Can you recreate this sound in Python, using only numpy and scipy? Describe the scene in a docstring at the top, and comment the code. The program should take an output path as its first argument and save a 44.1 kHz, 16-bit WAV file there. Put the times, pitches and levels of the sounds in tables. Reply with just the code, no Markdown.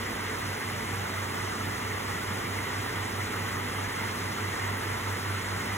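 """A high balcony above roofs and a car park, in a tropical downpour heard through a phone's two ports.
Countless far impacts superpose into a slowly thickening wash of noise with a grainy treble. Nearer
drops patter and set roof sheets ringing, and two tick close by. Underneath, the town rumbles and
two machines, probably cooling units, hum a few hertz apart, so that their tones beat."""
import sys
import numpy as np
from scipy import signal
from scipy.fft import rfft, irfft
from scipy.io import wavfile

SR = 44100
rng = np.random.default_rng(int(sys.argv[2]) if len(sys.argv) > 2 else 0)


def output_pcm(signal):
    """Save a mono or channel-first signal as 16-bit PCM at the path in sys.argv[1].

    Samples are clipped to [-1, 1] before scaling.
    """
    pcm = np.clip(np.atleast_2d(signal).T, -1, 1) * 32767
    wavfile.write(sys.argv[1], SR, np.round(pcm).astype(np.int16))


N = 254456
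TIME = np.arange(N) / SR
FREQS = np.maximum(np.fft.rfftfreq(N, 1 / SR), 1)


def undb(db):
    """The decibel scale: 20 dB is a factor of ten in amplitude."""
    return 10 ** (np.asarray(db) / 20)


def level(x, db):
    """Normalisation: scale a signal to an rms level in dB."""
    return x * undb(db) / np.sqrt(np.mean(x ** 2))


def columns(table, at):
    """Linear interpolation of each later column of a table along the first."""
    key, *rest = np.transpose(table)
    return [np.interp(at, key, column) for column in rest]


def colour(x, points):
    """Spectral shaping by points of frequency in Hz and gain in dB, with a roll-off beyond both ends."""
    hz, db = np.transpose(points)
    roll_off = np.minimum(FREQS / hz[0], 1) ** 2 * np.minimum(hz[-1] / FREQS, 1) ** 4
    gain = undb(np.interp(np.log(FREQS), np.log(hz), db))
    return irfft(rfft(x) * roll_off * gain, N)


def walk(rate_hz):
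    """Random modulation: low-passed noise of unit rms that changes about rate_hz times a second."""
    low_pass = np.exp(-(np.fft.rfftfreq(N, 1 / SR) / rate_hz) ** 2)
    return level(irfft(rfft(rng.standard_normal(N)) * low_pass, N), 0)


def impacts(per_s, scatter_db):
    """A Poisson process: impulses arrive independently of one another, most small and a few large."""
    lands = rng.random(N) < per_s / SR
    size = undb(scatter_db * np.minimum(rng.exponential(size=N), 5))
    return level(lands * size * rng.choice([-1, 1], N), 0)


def ports(ahead, around):
    """Partial coherence: both ports share sound from ahead; sound from all around makes them differ."""
    # Each row: frequency in Hz, left phase lead in radians, coherence from 0 to 1, left minus right in dB.
    port_response = [(60, -0.03, 0.99, -0.6), (280, -0.04, 0.93, -3.9), (460, 0.37, 0.71, -2.2),
                     (620, 1.65, 0.38, -1.7), (800, 2.14, 0.55, -2.4), (1100, 1.35, 0.41, -2.4),
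                     (1450, 0.56, 0.67, -0.5), (2000, 0.7, 0.86, -0.4), (2350, -0.56, 0.34, -0.8),
                     (2550, 0.0, 0.06, -1.0), (2850, 0.68, 0.4, -0.6), (3200, 0.7, 0.58, 0.0),
                     (4650, 3.14, 0.96, 0.0), (15300, 18.85, 0.93, 0.0)]
    lead, coherence, balance_db = columns(port_response, FREQS)
    coherence = np.clip(coherence, 0, 1)
    side = np.array([[1], [-1]])
    common = np.sqrt((1 + coherence) / 2) * rfft(ahead)
    opposed = side * np.sqrt((1 - coherence) / 2) * rfft(around)
    return irfft((common + opposed) * undb(side * balance_db / 2) * np.exp(side * 1j * lead / 2), N)


def town():
    """Incoherent summation: traffic and water drumming on broad roofs merge into a low, wavering roar."""
    # Each row: frequency in Hz, relative spectral density of the roar in dB.
    roar_spectrum = [(20, -33), (33, -11), (48, -9), (60, -1.5), (78, -5.5), (105, 0.5), (150, -3),
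                     (180, 0), (240, 1), (305, -3.5), (420, 0), (520, -6.5), (800, -14)]
    # Each row: time in seconds, level of the roar in dB.
    roar_levels = [(0.0, -38.5), (1.1, -39.5), (1.5, -39), (2.4, -38.5), (2.7, -39), (3.0, -39),
                   (3.6, -38.4), (4.0, -39), (5.15, -39), (5.77, -39)]
    rumble = colour(ports(rng.standard_normal(N), rng.standard_normal(N)), roar_spectrum)
    roar_db, = columns(roar_levels, TIME)
    return level(rumble, 0) * undb(roar_db + 0.34 * walk(rate_hz=5.2))


def machines():
    """Beats: two drifting tones throb at their difference frequency, 4 to 5 Hz, over a faint mains hum."""
    # Each row: time in seconds, then for each machine its pitch in Hz and its relative level in dB.
    machine_tones = [(0.0, 94.65, -43.9, 98.65, -45.8), (0.35, 95.07, -45.3, 99.41, -49.3),
                     (0.72, 95.28, -45.0, 99.35, -46.0), (0.95, 95.61, -40.0, 99.56, -43.4),
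                     (1.3, 95.8, -41.5, 100.18, -47.2), (1.8, 96.39, -40.6, 100.58, -45.6),
                     (2.2, 96.84, -42.2, 101.84, -50.1), (2.6, 96.78, -42.3, 100.65, -44.3),
                     (2.9, 96.66, -40.9, 101.8, -46.0), (3.25, 96.74, -40.3, 101.24, -44.3),
                     (3.55, 96.58, -39.2, 101.86, -51.5), (3.85, 97.15, -40.1, 101.38, -48.0),
                     (4.2, 96.67, -40.9, 101.62, -48.2), (4.45, 96.64, -39.5, 101.94, -41.5),
                     (4.7, 97.37, -37.6, 100.71, -43.8), (4.95, 96.81, -38.2, 102.56, -44.0),
                     (5.3, 96.96, -37.0, 101.24, -42.4), (5.77, 96.38, -41.7, 101.5, -45.9)]
    mains_hz, in_phase_s = 120, 3.205
    first_hz, first_db, second_hz, second_db = columns(machine_tones, TIME)
    hum = level(np.sin(2 * np.pi * mains_hz * TIME), -52.5)
    for hz, db in ((first_hz, first_db), (second_hz, second_db)):
        cycles = np.cumsum(hz) / SR
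        cycles -= np.interp(in_phase_s, TIME, cycles)
        waver_db = 0.56 * walk(rate_hz=8.5)  # moving air makes the distant tones waver
        hum += level(np.cos(2 * np.pi * cycles), 0) * undb(db + waver_db)
    return hum * undb([[-1.2], [1.1]])  # louder on the right


def pings(hits, pitch_hz, envelope):
    """Superposition: every impulse starts a decaying sinusoid at a pitch of its own."""
    age = TIME[:len(envelope)]
    sound = np.zeros(N + len(age))
    for i in np.flatnonzero(hits):
        sound[i:i + len(age)] += hits[i] * envelope * np.sin(2 * np.pi * pitch_hz[i] * age)
    return sound[:N]


def treble_grain():
    """Damped oscillation: faint, dense, short pings at random high pitches make the hiss grainy."""
    attack_s, decay_s = 0.00034, 0.011
    age = TIME[:1024]
    envelope = np.exp(-age / decay_s) * (1 - np.exp(-age / attack_s))
    hits = impacts(per_s=800, scatter_db=2.0)
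    pitch_hz = rng.uniform(2508, 15540, N)
    grain = ports(pings(hits, pitch_hz, envelope), np.zeros(N))
    return level(colour(grain, [(2500, 1), (8000, 5), (15500, -3)]), -50.5)


def rail_drops():
    """Heavy damping: two drops land close by, perhaps on the balcony rail, each a single dry tick."""
    # Each row: start in seconds, relative level of the tick in dB.
    landings = [(1.4986, -29), (2.3739, -24)]
    tick_hz, decay_s = 8000, 0.00018
    ticks = np.zeros(N)
    for start_s, db in landings:
        age = np.maximum(TIME - start_s, 0)
        ticks += undb(db) * np.exp(-age / decay_s) * np.sin(2 * np.pi * tick_hz * age)
    return ports(ticks, np.zeros(N))


def near_drops():
    """Impact noise: splashes on the nearest roof, a few milliseconds long, barely rise out of the wash."""
    decay_s = 0.001
    splash = np.exp(-TIME[:512] / decay_s)
    strikes = [abs(impacts(per_s=160, scatter_db=1.6)) for _ in range(2)]
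    envelopes = [signal.fftconvolve(hits, splash)[:N] for hits in strikes]
    patter = ports(*(envelope * rng.standard_normal(N) for envelope in envelopes))
    return level(colour(patter, [(900, 31), (2000, 5.0), (3500, -8), (8000, -14), (15000, -26)]), -47.5)


def roof_rings():
    """Free vibration: roof sheets struck by heavy drops ring briefly at their natural frequencies."""
    # Each row: mean frequency in Hz, its standard deviation in Hz, relative level in dB.
    resonances = [(1200.5, 199.6, -44.5), (2019, 99.5, -46.7)]
    attack_s, t60_s = 0.001, 0.13
    age = TIME[:4096]
    envelope = undb(-60 * age / t60_s) * (1 - np.exp(-age / attack_s))
    fields = np.zeros((2, N))
    for hz, spread_hz, db in resonances:
        for field in fields:
            hits = impacts(per_s=130, scatter_db=2.5)
            pitch_hz = hz + spread_hz * rng.standard_normal(N)
            field += level(pings(hits, pitch_hz, envelope), db)
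    return ports(*fields)


def flutter(x, rate_hz):
    """Amplitude modulation: rain sweeps over different surfaces, so each half octave wavers on its own."""
    # Each row: frequency in Hz, rms depth of the wavering in dB.
    modulation_depths = [(600, 1.35), (2000, 0.88), (5000, 0.7), (12000, 1.0)]
    centres_hz = np.geomspace(250, 16000, 13)
    band_index = np.interp(np.log(FREQS), np.log(centres_hz), np.arange(len(centres_hz)))
    depths_db, = columns(modulation_depths, centres_hz)
    spectrum = rfft(x)
    wavering = np.zeros_like(x)
    for k, depth_db in enumerate(depths_db):
        band = irfft(spectrum * np.maximum(1 - abs(band_index - k), 0), N)
        wavering += band * undb(depth_db * walk(rate_hz))
    return wavering


def downpour(wash_db, spray_db):
    """Shot noise: dense far drops blur into a wash, and the spray above it follows its own swell."""
    # Each row: frequency in Hz, relative spectral density of the far rain in dB.
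    rain_spectrum = [(300, -23), (600, -6.4), (700, -4.9), (850, -0.6), (1030, -0.3), (1350, -1.3),
                     (1660, -2.4), (2000, 0.8), (2250, -4.5), (2500, -6.9), (3150, -8.9), (4000, -12.3),
                     (4700, -14.2), (5500, -14.0), (6500, -15.3), (7400, -17.0), (8100, -14.9),
                     (10100, -17.7), (11100, -19.8), (13000, -21.2), (15750, -23.8)]
    crossover_hz = 2800
    fields = [level(rng.standard_normal(N), 0) + undb(-8.0) * impacts(per_s=9000, scatter_db=3.5)
              for _ in range(2)]
    sheets = flutter(ports(*fields), rate_hz=19.0)
    rain = level(colour(sheets, rain_spectrum), -35.5)
    spray = irfft(rfft(rain) / (1 + (crossover_hz / FREQS) ** 4), N)
    wash = rain - spray
    return wash * undb(wash_db) + spray * undb(spray_db)


def scene():
    """Sound pressures add: slowly thickening rain, far and near, over the town and its machines."""
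    wash_db_per_s, spray_db_per_s, gust_db = 0.19, 0.05, 0.04
    elapsed_s = TIME - 1.2  # both rises pass through 0 dB at 1.2 s
    wash_db = wash_db_per_s * elapsed_s + gust_db * walk(rate_hz=2)
    rain = downpour(wash_db, spray_db_per_s * elapsed_s) + roof_rings() * undb(wash_db)
    texture = near_drops() + treble_grain() + rail_drops()
    return rain + texture + town() + machines()


def record(dry):
    """Band limiting: the phone's steep low-pass filter cuts the highest treble."""
    cutoff_hz = 15750
    return signal.sosfilt(signal.ellip(12, .1, 80, cutoff_hz, fs=SR, output="sos"), dry)


dry = scene()
out = record(dry)
output_pcm(out)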